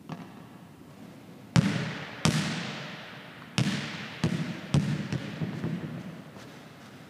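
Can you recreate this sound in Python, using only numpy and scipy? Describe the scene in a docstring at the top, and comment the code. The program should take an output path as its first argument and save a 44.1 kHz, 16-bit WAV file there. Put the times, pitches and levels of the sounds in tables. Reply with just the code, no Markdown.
"""A basketball bangs on the sprung wooden floor of a large empty gym, then is left to bounce itself out.
Each bounce is an impulse that excites damped modes of boards and ball, and dispersive waves in the floor.
Discrete echoes and a diffuse noise tail, shaped band by band, make the hall ring for seconds.
Woody knocks sound close by; a player jogs away with scuffing shoes and rustling clothes (filtered noise).
Beneath lies the steady rumble and hiss of the ventilation, with a faint fan tone."""
import sys
import numpy as np
from scipy import signal
from scipy.fft import rfft, irfft
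from scipy.io import wavfile
from scipy.ndimage import uniform_filter1d

SR = 44100
rng = np.random.default_rng(int(sys.argv[2]) if len(sys.argv) > 2 else 0)


def persist_wave(psi):
    """Save psi, clipped to +-1, as 16-bit WAV."""
    counts = np.round(np.clip(psi, -1, 1) * 32767).astype(np.int16)
    wavfile.write(sys.argv[1], SR, np.atleast_2d(counts).T)


N = 312801

# bounces of the ball: (t/s, boom level/dB, boom f/Hz, slap level/dB, slap tilt/dB per octave,
# bite level/dB, bite f/Hz)
BOUNCES = [(1.5602, -8, 146.6, -4, 0.4, 1.5, 1800), (2.2524, -9, 161.5, 1, 2.5, -1.5, 1800),
           (3.5816, -13.5, 153.3, -6, 1.4, 4, 3200), (4.2370, -13, 165, -12, 0.9, 0, 3200),
           (4.7424, -9.5, 147.7, -11, 1.5, 1, 1800), (5.1254, -17, 144.3, -18, -1, 4, 3200),
           (5.4145, -17.5, 171.5, -38.5, -6.5, 8, 1800), (5.639, -17, 164.5, -33.5, -5, 9, 1800)]
# spectrum of the slap: (f/Hz, level/dB)
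SLAP_SPECTRUM = [(40, -23), (150, -12.5), (400, 6), (650, 2.5), (1100, 1), (1750, 2), (2700, -1.5),
                 (4000, -4), (5700, -6), (7800, -12.5), (10000, -17), (12000, -27.5), (15500, -52.5)]


def ball(shape, hall_db=0):
    """Impact excitation: each bounce rings the ball and the boards and sends waves through the floor."""
    out = np.zeros(N)
    for s, boom_db, boom_hz, slap_db, tilt_db, bite_db, bite_hz in BOUNCES + settling():
        thud = boom(boom_db, boom_hz)
        crack = slap(slap_db, SLAP_SPECTRUM, tilt_db, 0.93, bite_db, bite_hz)
        add(out, s, in_gym(thud, crack, shape, hall_db))
        add(out, s, amp(boom_db) * bending_waves(slap_db, size=8192))
    return out


# each last flight is this share of the one before, and each last bounce this much softer
RESTITUTION, SETTLE_DB = 0.765, -8.5


def settling(count=4):
    """Inelastic rebound: the last small bounces come ever quicker and softer, in geometric progression."""
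    s, boom_db, boom_hz, slap_db, *colour = BOUNCES[-1]
    flight = s - BOUNCES[-2][0]
    rows = []
    for k in range(1, count + 1):
        s += flight * RESTITUTION ** k
        softer_db = k * SETTLE_DB
        rows.append((s, boom_db + softer_db, boom_hz, slap_db + softer_db, *colour))
    return rows


# modes of the floor boards: (multiple of the boom f, level/dB, t60/s)
BOARD_MODES = [(.7, -31, 0.039), (1, 3.5, 0.047), (1.3, -0.5, 0.039), (1.88, -12.5, 0.07),
               (2.8, -20.5, 0.062), (3.7, -23, 0.11)]


def boom(db, hz, push_s=0.003):
    """Damped modal vibration: the boards are pushed down and swing back."""
    t = np.arange(SR // 4) / SR
    onset = 1 - np.exp(-t / push_s)
    return -amp(db) * ring(BOARD_MODES, t, hz) * onset


# modes of the air inside the ball: (f/Hz, level/dB, t60/s)
BALL_MODES = [(928, -44.5, 0.11), (1496, -42, 0.2), (1815, -28.5, 0.01), (1930, -44, 0.19),
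              (2115, -41, 0.071), (2580, -56, 0.043)]


def slap(db, points, tilt_db, cavity, bite_db=0, bite_hz=1800):
    """Cavity resonance: the contact is one spike, with more or less bite; the air in a ball pings after it."""
    out = cavity * ring(BALL_MODES, np.arange(SR // 4) / SR)
    add(out, 0, click(points, tilt_db))
    bite = signal.lfilter(*signal.iirpeak(bite_hz, 1, fs=SR), out)
    return amp(db) * (out + (amp(bite_db) - 1) * bite)


# paths of bending waves through the floor: (travel t/s at BEND_HZ, level/dB)
BEND_PATHS = [(0.0124, 0.31), (0.023, -1)]
# spectrum of the bending waves: (f/Hz, level/dB)
BEND_SPECTRUM = [(80, -30), (150, 0), (300, 4), (550, -1.5), (1000, -3.5), (1800, -21), (4000, -64)]
BEND_HZ = 705
BEND_TILT_DB, BEND_SOFTEN = 0.5, 0.061  # tilt (dB per octave), and its change per dB of slap


def bending_waves(slap_db, size, level_db=17, spread=0.133):
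    """Dispersion: boards carry high notes faster, so each path is a falling sweep, duller if the slap is soft."""
    hz = np.fft.rfftfreq(size, 1 / SR)
    paths = 0
    for s, db in BEND_PATHS:
        travel_s = s * (1 + spread * rng.uniform(-0.956, 1))
        # this phase gives a delay proportional to 1 / sqrt(frequency)
        paths = paths + amp(db) * np.exp(-4j * np.pi * travel_s * np.sqrt(BEND_HZ * hz))
    tilt_db = (BEND_TILT_DB + BEND_SOFTEN * slap_db) * np.log2(np.maximum(hz / 300, 1))
    return amp(level_db) * irfft(paths * amp(read(BEND_SPECTRUM, hz) + tilt_db), size)


def floor_waves(thud, level_db=-25, last_s=0.032):
    """Multipath propagation: waves in the sprung floor keep the boom up for a few hundredths of a second."""
    size = int(last_s * SR)
    path = amp(level_db) * rng.standard_normal(size) * np.linspace(0, 1, size)
    return thud + signal.fftconvolve(thud, path)[:len(thud)]


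# knocks close by: (t/s, boom level/dB, tap level/dB)
KNOCKS = [(0.094, -29, -35.5), (0.1204, -30, -27), (.203, -37, -40), (0.2189, -37, -37), (.372, -37.5, -46),
          (1.025, -39.5, -45), (1.29, -39, -70), (3.4214, -45, -37)]
# woody note of a knock: (f/Hz, level/dB, t60/s)
WOOD_MODES = [(980, -11, 0.021), (1134, -10.5, 0.028), (1290, -12.5, 0.023)]
KNOCK_HZ, KNOCK_TILT_DB, KNOCK_HALL_DB = 185, -2, -4.5  # boom pitch, tilt per octave, hall level


def knocks(shape):
    """Near-field impacts: a blunt tap and a woody modal note, fairly dry."""
    out = np.zeros(N)
    note = ring(WOOD_MODES, np.arange(SR // 4) / SR)
    for s, boom_db, tap_db in KNOCKS:
        clack = tap(tap_db, KNOCK_TILT_DB, spread_s=0.0058) + amp(tap_db) * note
        add(out, s, in_gym(boom(boom_db, KNOCK_HZ), clack, shape, KNOCK_HALL_DB, echo_db=1))
    return out


# spectrum of a blunt tap: (f/Hz, level/dB)
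TAP_SPECTRUM = [(60, -48), (200, -20), (400, -1.5), (560, -2.5), (800, -1), (1150, 3), (1650, 0),
                (2100, -3), (3000, -3), (4200, -7), (6000, -11.5), (10000, -36), (15500, -28)]


def tap(db, tilt_db, spread_s):
    """Distributed contact: a blunt touch with no ping, spread over a few thousandths of a second."""
    return scattered(slap(db, TAP_SPECTRUM, tilt_db, 0), share=0.93, life_s=spread_s)


# footfalls of the player: (t/s, boom level/dB, scuff level/dB)
FOOTFALLS = [(3.365, -45.5, -75), (5.532, -30, -45), (5.979, -34, -51), (6.364, -37.5, -44),
             (6.806, -44, -47.5)]
STEP_HZ, STEP_TILT_DB, STEP_HALL_DB = 149, -8, 1.5  # boom pitch, tilt per octave, hall level
HEEL_DB = -5  # the heel's tap, relative to the boom


def footfalls(shape):
    """Reverberant impacts: the heel taps and the boards boom, mostly by way of the hall."""
    out = np.zeros(N)
    for s, boom_db, _ in FOOTFALLS:
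        heel = tap(boom_db + HEEL_DB, STEP_TILT_DB, spread_s=0.014)
        add(out, s, in_gym(boom(boom_db, STEP_HZ), heel, shape, STEP_HALL_DB))
    return out


# spectrum of the sliding soles: (f/Hz, level/dB)
SCUFF_SPECTRUM = [(200, -38), (600, 0.5), (1500, 4.5), (2400, -1.5), (3500, -2), (6000, -5), (14000, -27)]
# the sole slides as it lands: lead before the footfall, length, tilt per octave
SCUFF_LEAD_S, SCUFF_S, SCUFF_TILT_DB = 0.012, 0.11, -0.5


def scuffs(slip_db=2.0):
    """Stick-slip friction: rubber sticks and slips many times in one slide on the varnish."""
    out = np.zeros(N)
    size = int(SCUFF_S * SR)
    for s, _, db in FOOTFALLS:
        slips = amp(slip_db * evened(uniform_filter1d(rng.standard_normal(size), size=150)))
        slide = evened(noise(SCUFF_SPECTRUM, size, SCUFF_TILT_DB) * slips)
        add(out, s - SCUFF_LEAD_S, amp(db) * slide * np.sqrt(np.hanning(size)))
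    return out


# rustles of the moving player's clothes: (t/s, length/s, level/dB)
RUSTLES = [(0.836, 0.67, -49.5), (3.9, 3.9, -52.5), (6.3, 1.3, -55)]
# spectrum of the cloth: (f/Hz, level/dB)
CLOTH_SPECTRUM = [(150, -20), (300, 0.5), (550, 8), (1000, -1), (2200, -6.5), (4500, -12), (8000, -20),
                  (15000, -34)]
RUSTLE_RISE_S, RUSTLE_FADE_DB = 0.093, -10.5  # rise and release time; fade over one rustle


def rustles():
    """Friction noise: cloth rubs as the player moves, each rustle fading along its length."""
    out = np.zeros(N)
    for s, length, db in RUSTLES:
        t = np.arange(int(length * SR)) / SR
        edges = np.minimum(np.minimum(t, length - t) / RUSTLE_RISE_S, 1)
        swell = edges * amp(db + RUSTLE_FADE_DB * t / length)
        add(out, s, swell * noise(CLOTH_SPECTRUM, N)[:len(t)])
    return out


def player(shape, flutter_db=2, direct_db=-4, hall_db=-1):
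    """Amplitude modulation: soles and clothes rub in uneven little spurts, heard mostly by way of the hall."""
    flutter = evened(uniform_filter1d(rng.standard_normal(N), size=600))
    rub = (rustles() + scuffs()) * amp(flutter_db * flutter - 2.5)
    return amp(direct_db) * rub + amp(hall_db) * signal.fftconvolve(rub, hall_tail(shape))[:N]


# reflections off the walls and ceiling: (delay t/s, level/dB)
ECHOES = [(0.024, -12), (0.03, -15.5), (0.0545, -12.5), (0.059, -23), (0.0694, -16), (0.0722, -33)]


def in_gym(thud, crack, shape, hall_db, wall_s=0.013, echo_db=0, wall_db=-10, bass_echo_db=0,
           crack_hall_db=4):
    """Superposition of sound paths: direct sound, nearest wall, single echoes and diffuse tail."""
    out = amp(hall_db) * signal.fftconvolve(thud + amp(crack_hall_db) * crack, hall_tail(shape))
    direct = scattered(scattered(crack, share=0.75, life_s=0.00087), share=0.35, life_s=0.02)
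    add(out, 0, floor_waves(thud) + direct)
    # thud and crack are mirrored at their own levels, the crack scattered
    mirrored = amp(bass_echo_db) * thud + amp(echo_db) * scattered(crack, share=0.3, life_s=0.00063)
    for delay, db in [(wall_s, wall_db)] + ECHOES:
        add(out, delay, amp(db) * mirrored)
    return out


def scattered(sound, share, life_s):
    """Scattering: a spike is followed by a short spray of reflections off things nearby."""
    t = np.arange(SR // 16) / SR
    spray = rng.standard_normal(len(t)) * np.exp(-t / life_s) * (t > 0.0003)
    return sound + share * signal.fftconvolve(sound, spray / np.linalg.norm(spray))[:len(sound)]


# decay of the hall: (f/Hz, t60/s)
HALL_T60 = [(80, 1.7), (160, 1.69), (300, 1.09), (600, 4.5), (1600, 4), (3000, 3.5), (5000, 2),
            (8000, 1.11), (11000, 0.58), (15000, .5)]
# spectrum of the hall's tail: (f/Hz, level/dB)
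HALL_GAIN = [(70, -11), (150, 2.5), (250, 10), (500, -1), (1000, -3), (2000, 0), (3500, -0.5), (6000, -2),
             (10000, 3.5), (13000, 13), (15500, 15)]


def hall_shape(swell_s=0.071, swell_width_s=0.0087, early=0.24):
    """Reverberant decay by band and time: thin at first, dense once the far walls answer."""
    hz = np.fft.rfftfreq(512, 1 / SR)[:, None]
    t = np.arange(900) * 128 / SR
    swell = early + (1 - early) / (1 + np.exp((swell_s - t) / swell_width_s))
    onset = 1 - np.exp(-t / 0.018)
    return swell * onset * amp(read(HALL_GAIN, hz) - 60 * t / read(HALL_T60, hz))


def hall_tail(shape, grain_db=2.0, grain_s=0.46):
    """Diffuse field: a fresh random tail, grainy while its reflections are still few."""
    real, imaginary = rng.standard_normal((2,) + shape.shape, dtype=np.float32)
    t = np.arange(shape.shape[1]) * 128 / SR
    grain = amp(grain_db * np.exp(-t / grain_s) * rng.standard_normal(len(t)))
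    spectrogram = (real + 1j * imaginary) * (shape * grain)
    return signal.istft(spectrogram, nperseg=512, noverlap=384)[1] * amp(-59.5)


# spectrum of the ventilation: (f/Hz, level/dB)
AIR_SPECTRUM = [(15, -72), (25, -42), (53, -12), (86, -7.5), (136, -0.5), (221, -3), (274, -1.5),
                (340, -9.5), (433, -14.5), (1140, -27), (1380, -28), (1530, -27.5), (6050, -37),
                (10100, -38.5), (15500, -40.5)]
AIR_DB = -49.5


def ventilation(hum_hz=196.0, hum_db=-59):
    """Stationary broadband noise: steady rumble and hiss, with a faint fan tone."""
    hum = np.sin(2 * np.pi * hum_hz * np.arange(N) / SR)
    return amp(AIR_DB) * noise(AIR_SPECTRUM, N) + amp(hum_db) * hum


def amp(db):
    """Level definition: dB to amplitude ratio."""
    return 10 ** (np.asarray(db) / 20)


def evened(x):
    """Normalisation: scales to an rms of 1."""
    return x / np.sqrt(np.mean(x ** 2) + 1e-20)


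def smoothed(x, lag_s):
    """First-order relaxation: follows x with a lag."""
    keep = np.exp(-1 / (lag_s * SR))
    return signal.lfilter([1 - keep], [1, -keep], x)


def read(points, hz):
    """Linear interpolation of a table on a log-frequency axis."""
    f, value = np.transpose(points)
    return np.interp(np.log(hz + 1), np.log(f + 1), value)


def add(mix, s, sound):
    """Superposition: mixes a sound in at time s."""
    part = mix[max(round(s * SR), 0):][:len(sound)]
    part += sound[:len(part)]


def tilted(points, hz, tilt_db):
    """Spectral tilt: a spectrum as gains, tilted around 2 kHz in dB per octave."""
    return amp(read(points, hz) + tilt_db * np.log2(np.clip(hz, 450, 10000) / 2000))


def noise(points, size, tilt_db=0):
    """Filtered white noise: rms 1, with the given spectrum."""
    gains = tilted(points, np.fft.rfftfreq(size, 1 / SR), tilt_db)
    return evened(irfft(rfft(rng.standard_normal(size)) * gains, size))


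def click(points, tilt_db, size=1024):
    """Minimum phase: a causal pulse of height 1 with the given spectrum."""
    log_gain = np.log(tilted(points, abs(np.fft.fftfreq(size, 1 / SR)), tilt_db))
    # the Hilbert transform of the log gain supplies the phase
    pulse = np.fft.ifft(np.exp(np.conj(signal.hilbert(log_gain)))).real[:size // 2]
    return pulse / abs(pulse).max()


def ring(modes, t, pitch=1):
    """Modal superposition: struck modes die away exponentially."""
    return sum(amp(db - 60 * t / t60) * np.sin(2 * np.pi * f * pitch * t) for f, db, t60 in modes)


def scene():
    """Linear superposition: everything in one hall, at one microphone."""
    shape = hall_shape()
    return (ball(shape) + knocks(shape) + footfalls(shape) + player(shape) + ventilation())[None]


def record(dry, threshold_db=-24, squeeze=0.23, recover_db_per_s=4, sense_s=0.024, glide_s=0.0015,
           low_cut_hz=85, edge_hz=15500):
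    """Dynamic compression: gain ducks after each bang, peaks round off, deep bass and top treble are cut."""
    x = dry[0]
    power_db = 10 * np.log10(smoothed(x ** 2, sense_s) + 1e-12)
    # the held peak level falls back at a steady rate
    fall = np.arange(N) / SR * recover_db_per_s
    held_db = np.maximum.accumulate(power_db + fall) - fall
    over_db = np.maximum(held_db - threshold_db, 0)
    x = x * amp(-squeeze * smoothed(over_db, glide_s))  # the gain comes down too late for the first crack
    rounded = np.tanh(x)
    x = signal.sosfilt(signal.butter(4, low_cut_hz, "high", fs=SR, output="sos"), rounded)
    band_limit = signal.firwin(511, edge_hz, window=("kaiser", 9), fs=SR)
    return signal.oaconvolve(x, band_limit, "same")[None]


dry = scene()
out = record(dry)
persist_wave(out)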